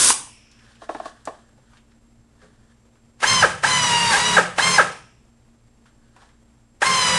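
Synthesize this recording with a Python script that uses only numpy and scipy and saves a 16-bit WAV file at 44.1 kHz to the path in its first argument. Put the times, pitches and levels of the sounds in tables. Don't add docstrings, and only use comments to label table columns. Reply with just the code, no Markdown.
import sys
import numpy as np
from scipy import signal
from scipy.fft import rfft, irfft
from scipy.io import wavfile
from scipy.ndimage import uniform_filter1d

SR = 44100
rng = np.random.default_rng(int(sys.argv[2]) if len(sys.argv) > 2 else 0)


def makeup_ratio(level_db):
    decades = np.asarray(level_db, float) / 20
    return 10 ** decades


def master(y):
    cut = np.clip(np.atleast_2d(y).T, -1, 1)
    pcm = np.round(cut * 32767)
    wavfile.write(sys.argv[1], SR, pcm.astype(np.int16))


N = 316638
TIME = np.arange(N) / SR

# press t/s, release t/s, squeeze/s per 20 dB, spin-up chuff/dB, run-down chuff/dB
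TRIGGER = [
    (3.222, 3.418, 0.021, -12, -5.5),
    (3.625, 4.361, 0.01, -12, -4.5),
    (4.575, 4.774, 0.0169, -12.5, -5),
    (6.811, 7.3, .009, -12, -5),
]
# t/s, vane rate f/Hz, tone level/dB, whine level/dB
SPEED = [
    [(3.28, 1060, -25, -16), (3.33, 1050, -23.5, -17), (3.374, 1034, -23.5, -19.5), (3.415, 1001, -24, -21)],
    [(3.69, 1024, -26.5, -20), (3.762, 1005, -21.5, -17.5), (3.812, 986.2, -29, -21.5),
     (3.862, 968.9, -25, -19.5), (3.96, 948.3, -20.5, -21), (4.01, 942, -25, -24), (4.1, 932.1, -22, -24),
     (4.24, 972, -27, -22), (4.355, 966, -26, -21)],
    [(4.63, 1056, -25, -17.5), (4.714, 1056, -24, -17), (4.77, 1025, -27, -22)],
    [(6.87, 1068, -18.5, -23), (6.95, 1044, -21, -21.5), (7.062, 996.5, -26, -18), (7.12, 984, -30, -19),
     (7.18, 982, -30, -20)],
]
SNAG_S = 4.139
FULL_OPEN_S, SHUT_S = .012, .008


def rms_one(x):
    return x / np.sqrt(np.mean(x ** 2) + 1e-20)


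def at_hz(points, hz):
    point_hz, point_db = np.transpose(points)
    return np.interp(np.log(hz), np.log(point_hz), point_db)


def drift(rate):
    r = np.exp(-80 * np.pi * rate / SR)
    slow = signal.lfilter([1], [1, -2 * r, r * r], rng.standard_normal(N // 40 + 2002))[2000:]
    return np.interp(np.arange(N) / 40, np.arange(len(slow)), rms_one(slow))


def resonance(x, hz, width_hz):
    r = np.exp(-np.pi * width_hz / SR)
    poles = [1, -2 * r * np.cos(2 * np.pi * hz / SR), r * r]
    return signal.lfilter(np.array([1, 0, -1]) * (1 - r * r) / 2, poles, x)


def ring(clicks, hz, t60):
    r, w = makeup_ratio(-60 / (t60 * SR)), 2 * np.pi * hz / SR
    return signal.lfilter([0, np.sin(w)], [1, -2 * r * np.cos(w), r * r], clicks + 1e-18)


def coloured(spectrum, patchy_db):
    hz = np.maximum(np.arange(N // 2 + 1) * SR / N, 1)
    steady = irfft(rfft(rng.standard_normal(N)) * makeup_ratio(at_hz(spectrum, hz)), N)
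    return rms_one(steady * makeup_ratio(patchy_db * drift(32)))


def struck(rows, t60):
    out = np.zeros(N)
    for s, db, *_ in rows:
        at = round(s * SR)
        out[at:at + SR // 4] += makeup_ratio(db - 60 * TIME[:SR // 4] / t60) * rng.standard_normal(SR // 4)
    return out


def bursts(rows):
    mixed = np.zeros(N)
    for s, db, hz, t60 in rows:
        puff = struck([(s, db)], max(t60, .005))
        mixed += 2.5 * resonance(puff, hz, 0.5 * hz) + .06 * puff
    return signal.sosfilt(signal.butter(4, 10000, fs=SR, output="sos"), mixed)


def swell(start, end, db, rise_s, fall_s):
    return db - 20 * np.maximum(np.maximum((start - TIME) / rise_s, (TIME - end) / fall_s), 0)


def loudest(levels_db):
    return makeup_ratio(np.maximum(np.max(levels_db, axis=0), -150))


def strokes(rows):
    return loudest([swell(s, s, db, rise, fall) for s, db, rise, fall in rows])


def background():
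    # f/Hz, level/dB per Hz
    floor = [(12, -36), (20, 0.5), (85, -14), (120, -2.5), (166, -21), (235, -5.5), (262, -20.5),
             (292, -15.5), (371, -18.5), (485, -20), (3930, -36), (7880, -36), (12100, -44), (15700, -76.5),
             (22000, -120)]
    floor_db = -58
    # f/Hz, level/dB rms
    hum_lines = [(59.2, -64), (118.4, -65), (231.5, -64), (290.7, -73.5), (7585, -76.5)]
    hum = np.zeros(N)
    for hz, db in hum_lines:
        hum += np.sqrt(2) * makeup_ratio(db + 1.0 * drift(7.1)) * np.sin(2 * np.pi * hz * TIME)
    return makeup_ratio(floor_db) * coloured(floor, patchy_db=1.1) + hum


def workshop(x):
    # f/Hz, t60/s, tail level/dB
    walls = [(100, 0.87, -0.5), (400, 0.37, -1), (930, .4, 1), (1600, 0.36, -4.5), (2570, 0.45, 1),
             (5002, 0.37, -2.5), (8100, 0.43, 1.5), (12000, 0.16, 0.5)]
    room_db = -12
    wall_hz, t60, tail_db = np.transpose(walls)
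    edges = 20 * 2 ** np.arange(1.5, 9.6, .5)
    t = TIME[:SR * 6 // 10]
    tail = np.zeros((2, len(t)))
    for low, high in zip(edges, edges[1:]):
        half_octave = signal.butter(2, [low, high], "band", fs=SR, output="sos")
        band = signal.sosfilt(half_octave, rng.standard_normal((2, len(t))))
        log_hz = np.log(low * high) / 2
        start_db = np.interp(log_hz, np.log(wall_hz), tail_db)
        tail += band * makeup_ratio(start_db - 60 * t / np.interp(log_hz, np.log(wall_hz), t60))
    tail *= np.clip((t - .004) / .012, 0, 1)
    blend_phase = 2 * np.pi * np.cumsum(40 * drift(30)) / SR
    paths = signal.fftconvolve([x * np.cos(blend_phase), x * np.sin(blend_phase)], tail, axes=1)[:, :N]
    return makeup_ratio(room_db) * paths.sum(axis=0) / np.sqrt(np.sum(tail[0] ** 2))


def handling():
    # t/s, peak level/dB, centre f/Hz, t60/s
    knocks_and_clicks = [(0.269, -33.5, 785, 0.12), (0.59, -44.5, 1770, 0.12), (0.754, -49, 2970, 0.12),
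                         (1.579, -41, 510, 0.12), (1.732, -40, 1080, 0.12), (1.77, -46, 2750, 0.12),
                         (1.919, -51.5, 1640, 0.12), (2.416, -43, 1500, 0.12), (2.439, -41, 533, 0.12),
                         (2.699, -55, 1307, 0.12), (2.852, -45, 534, 0.12), (2.955, -49.5, 1277, 0.12),
                         (5.856, -43.5, 1290, 0.12), (6.163, -35, 854, 0.13), (6.217, -37, 908, 0.17),
                         (6.289, -47.5, 1565, 0.12),
                         (0.5144, -44, 5250, 0.058), (0.684, -52, 3430, 0.038), (0.719, -50, 4090, 0.077),
                   (1.2534, -33, 6960, 0.05)]
    # t/s, level/dB, rise/s and fall/s per 20 dB
    rubs = [(0.7, -57.5, .4, .2), (0.755, -59, .02, .06), (0.844, -47, .06, .045), (0.894, -45, .01, .3),
            (1.074, -42, .11, .065), (1.16, -59, .02, .25), (1.256, -50, .012, .25), (1.772, -60, .3, .035),
            (1.918, -64.5, .04, .06), (2.424, -59, .1, .3), (2.722, -64, .4, .03), (2.97, -69, .025, .03),
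            (5.862, -59.5, .013, .08), (6.064, -66, .13, .13), (6.164, -61, .015, .2),
            (6.225, -58, .2, .17)]
    # f/Hz, level/dB per Hz
    rub_colour = [(240, -38), (400, -8), (717, -13.5), (1340, -6.5), (1730, -2), (2240, -22), (3240, -13),
                  (7190, -20.5), (9690, -20.5), (12000, -45), (15600, -75), (22000, -120)]
    ticks = makeup_ratio(-6) * bursts(knocks_and_clicks)
    return ticks + strokes(rubs) * coloured(rub_colour, patchy_db=1.5)


def slaps():
    # t/s, peak level/dB, crack level/dB
    hits = [(0.819, -29.5, -16), (0.892, -18, -28.5), (0.948, -19.5, -29), (1.0, -25, -21),
            (1.056, -25, -14.5), (1.274, -17, -24)]
    # f/Hz, width/Hz, level/dB
    hose_modes = [(309, 96, -4.5), (446, 47, -2), (668, 177, 2.5), (1080, 117, 0), (1650, 230, -13),
                  (2130, 260, -25)]
    blows = struck(hits, 0.077) * makeup_ratio(-6.0)
    for s, db, _ in hits:
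        blows[round(s * SR)] += 5.6 * makeup_ratio(db)
    body = sum(makeup_ratio(db + 18) * resonance(resonance(blows, hz, 2 * w), hz, w) for hz, w, db in hose_modes)
    return body + bursts([(s, db + crack_db - 4, 3500, .05) for s, db, crack_db in hits])


def coupling():
    # t/s, level/dB
    blast_levels = [
        (0.0, -14),
        (0.1, -13),
        (0.13, -21),
    ]
    # f/Hz, level/dB per Hz
    blast_colour = [(35, -47), (60, -16.5), (463, -13), (881, -18.5), (1030, -3.5), (1310, -10.5),
                    (1470, -6.5), (2190, -13.5), (8870, -1.5), (10100, -1), (12100, -22), (15700, -51),
                    (22000, -120)]
    # t/s, peak level/dB
    snap = [(0.103, -5)]
    # t/s, level/dB, rise/s and fall/s per 20 dB
    seep_swells = [
        (0.284, -54, .004, 0.65),
        (4.914, -48.5, .03, 0.24),
    ]
    # f/Hz, width/Hz, level/dB
    seep_bands = [(2518, 1000, -1), (5400, 750, -1)]

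    blast_t, blast_db = np.transpose(blast_levels)
    blast_gain = makeup_ratio(np.interp(TIME, blast_t, blast_db, -150, -150))
    blast = uniform_filter1d(blast_gain, 45) * coloured(blast_colour, patchy_db=-0.1)

    latch = bursts([(s, db, 900, .03) for s, db in snap])
    latch += 3.0 * resonance(struck(snap, .004), 830, 1800)

    white = rng.standard_normal(N)
    seep = rms_one(sum(makeup_ratio(db) * resonance(resonance(white, hz, w), hz, w) for hz, w, db in seep_bands))
    return blast + latch + strokes(seep_swells) * seep


def vane_hz():
    spin_up_s, coast_s = .0125, .042
    snag_hz, snag_in_s, snag_out_s = 155, .032, .043
    s, hz, *_ = np.concatenate(SPEED).T
    share = np.zeros(N)
    for on, off, *_ in TRIGGER:
        rush = -np.expm1(-np.maximum(TIME - on, 0) / spin_up_s)
        share += rush * np.exp(-np.maximum(TIME - off, 0) / coast_s)
    away = np.where(TIME < SNAG_S, (SNAG_S - TIME) / snag_in_s, (TIME - SNAG_S) / snag_out_s)
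    dip = snag_hz * np.cos(np.pi / 2 * np.minimum(away, 1)) ** 2
    return (np.interp(TIME, s, hz) - dip) * share * (1 + .0015 * drift(44))


def throttle(fall_s):
    leak_db, leak_rise_s = -18, .006
    levels = []
    for on, off, squeeze, *_ in TRIGGER:
        is_open = on + FULL_OPEN_S
        levels.append(swell(is_open, off + SHUT_S, 0, squeeze, fall_s))
        levels.append(swell(is_open - 1.4 * squeeze, is_open, leak_db, leak_rise_s, fall_s))
    return np.max(levels, axis=0)


def sheet(phase):
    # f/Hz, level/dB, t60/s
    sheet_modes = [(111, -2.5, 0.1), (138.9, -5, 0.24), (174.7, -3.5, 0.37), (212.8, -8, 0.17),
                   (426.7, -9.5, 0.37), (518, -6.5, 0.16), (641, -12, 0.19), (1147, -9.5, 0.35),
                   (1630, -6.5, 0.1)]
    # t/s, low drumming level/dB, upper drumming level/dB, rise/s and fall/s per 20 dB
    bit = [(3.318, -29, -37, .12, 1.1), (3.45, -36, -34, .3, .04), (3.724, -31, -36, .3, .55),
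           (3.922, -50, -30, .12, 0.1), (4.104, -50, -30, .25, 0.16), (4.3, -52, -33, .6, 0.86),
           (4.654, -52, -28, .04, 0.16), (4.79, -54, -40, .5, .1), (6.89, -34.5, -32.5, .07, 0.4),
           (7.09, -36, -29, 0.11, 0.3), (7.18, -32, -35, .25, .1)]
    # t/s, peak level/dB
    tip = [
        (2.416, -60),
        (2.43, -57.5),
    ]
    gear_ratio = 27.3
    turns = np.diff(np.floor(phase / (2 * np.pi * gear_ratio)), prepend=0) > 0
    bites = turns * makeup_ratio(1.2 * rng.standard_normal(N)) + 0.032 * rng.standard_normal(N)
    turning = makeup_ratio(throttle(0.055)) * bites
    low = turning * strokes([(s, db, rise, fall) for s, db, _, rise, fall in bit])
    upper = turning * strokes([(s, db, rise, fall) for s, _, db, rise, fall in bit])
    touch = resonance(makeup_ratio(-7) * struck(tip, 0.043), 640, 580)
    modes = sum(makeup_ratio(db) * ring(low if hz < 155 else upper + touch, hz, t60) for hz, db, t60 in sheet_modes)
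    return makeup_ratio(1.5) * signal.sosfilt(signal.butter(4, 95, "high", fs=SR, output="sos"), modes)


def drill_levels(hz):
    hiss_db, chuff_db = -30.5, -29
    chuff_db_per_hz, chuff_wander_db = 0.0872, 3.0
    seat_s, seat_rise_s, sing_fall_s, hiss_fall_s = .06, .055, .12, .13
    spin_hold_s, spin_chuff_s, dump_rise_s, dump_hold_s, dump_fall_s = .004, .085, 0.0053, .01, 0.076
    dregs_db, dregs_fall_s = -5, .14
    snag_chuff_db, snag_hiss_db, snag_swell_s = -14.5, -24, 0.068

    seats, chuffs = [], []
    for on, off, squeeze, start_db, stop_db in TRIGGER:
        is_open, shut = on + FULL_OPEN_S, off + SHUT_S
        dumped = shut + dump_hold_s
        seats.append(swell(on + seat_s, off, 0, seat_rise_s, sing_fall_s))
        chuffs.append(swell(is_open, is_open + spin_hold_s, start_db, squeeze, spin_chuff_s))
        chuffs.append(swell(shut, dumped, stop_db, dump_rise_s, dump_fall_s))
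        chuffs.append(swell(shut, dumped, stop_db + dregs_db, dump_rise_s, dregs_fall_s))
    seated = np.max(seats, axis=0)

    running = chuff_db + throttle(dump_fall_s) + chuff_wander_db * drift(12)
    running += chuff_db_per_hz * (np.maximum(hz, 900) - 1000)
    snag = swell(SNAG_S, SNAG_S, 0, snag_swell_s, snag_swell_s)
    chuff = loudest([running, snag + snag_chuff_db] + chuffs)
    hiss = loudest([hiss_db + throttle(hiss_fall_s), snag_hiss_db + snag / 2])
    s, _, tone_db, whine_db = np.concatenate(SPEED).T
    tone = makeup_ratio(np.interp(TIME, s, tone_db) + seated)
    whine = makeup_ratio(np.interp(TIME, s, whine_db) + seated)
    return chuff, tone, whine, hiss


def drill(hz, phase):
    # t/s, peak level/dB
    valve = [(3.229, -3), (3.637, -7), (4.583, -0.5), (6.819, -1.5)]
    # f/Hz, width/Hz, level/dB
    pipe = [(530, 200, -10.5), (808.6, 170, -7.5), (1290, 110, 2), (1611, 130, 5)]
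    # multiple of vane rate, level/dB
    vanes = [(1, 6.5), (2, -5), (3, -1), (4, -3), (5, -3.5), (6, -4.5), (7, -13.5), (8, -12), (9, -15.5),
             (10, -17.5), (11, -28)]
    # f/Hz, level/dB per Hz
    hiss_colour = [(150, -35), (250, -13.5), (357, -18.5), (519, -8.5), (662, -12.5), (993, -2), (1370, -4),
                   (1570, -3), (3090, -8), (3640, -10.5), (7440, -11.5), (9800, -13), (12100, -36),
                   (15700, -64), (22000, -120)]
    chuff, tone, whine, hiss = drill_levels(hz)

    puffing = chuff * rng.standard_normal(N) + makeup_ratio(2.0) * struck(valve, 0.041)
    puffing = signal.sosfilt(signal.butter(2, 4000, fs=SR, output="sos"), puffing)
    spinning = np.minimum(hz / 480, 1) ** 2.5 * makeup_ratio(1.6 * drift(150))
    vane_pulses = sum(np.cos(k * phase) * makeup_ratio(-2.5 * k) for k in range(1, 7))
    pulses = chuff * spinning * vane_pulses + .4 * puffing
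    exhaust = sum(makeup_ratio(db) * resonance(resonance(pulses, f, 2.6 * w), f, w) for f, w, db in pipe)
    leak = makeup_ratio(-8.5) * resonance(pulses, 400, 250) + makeup_ratio(-4) * resonance(puffing, 920, 1200)

    sealed = np.minimum(hz / 935, 1) ** 9.1
    stack = np.zeros(N)
    for k, db in vanes[1:]:
        wavering = makeup_ratio(db + 3.5 * drift(10) + 2.4 * drift(70))
        stack += wavering * np.cos(k * phase + rng.uniform(0, 2 * np.pi))
    singing = sealed * (makeup_ratio(2.5) * tone * np.cos(phase) + makeup_ratio(-5) * whine * stack)

    air = coloured(hiss_colour, patchy_db=0.96) * (1 + .3 * np.cos(phase))
    return makeup_ratio(5.5) * exhaust + leak + singing + makeup_ratio(7.5) * hiss * air


def scene():
    hz = vane_hz()
    phase = 2 * np.pi * np.cumsum(hz) / SR
    near = handling() + coupling() + sheet(phase) + drill(hz, phase)
    hose = slaps()
    return (background() + workshop(near + makeup_ratio(-4) * hose) + hose + near)[None]


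def low_pass(x):
    return signal.sosfilt(signal.butter(12, 12250, fs=SR, output="sos"), x)


def record(dry):
    heard = signal.sosfilt(signal.butter(4, 11500, fs=SR, output="sos"), dry)
    return low_pass(np.clip(heard, -.7, .7))


dry = scene()
out = record(dry)
master(out)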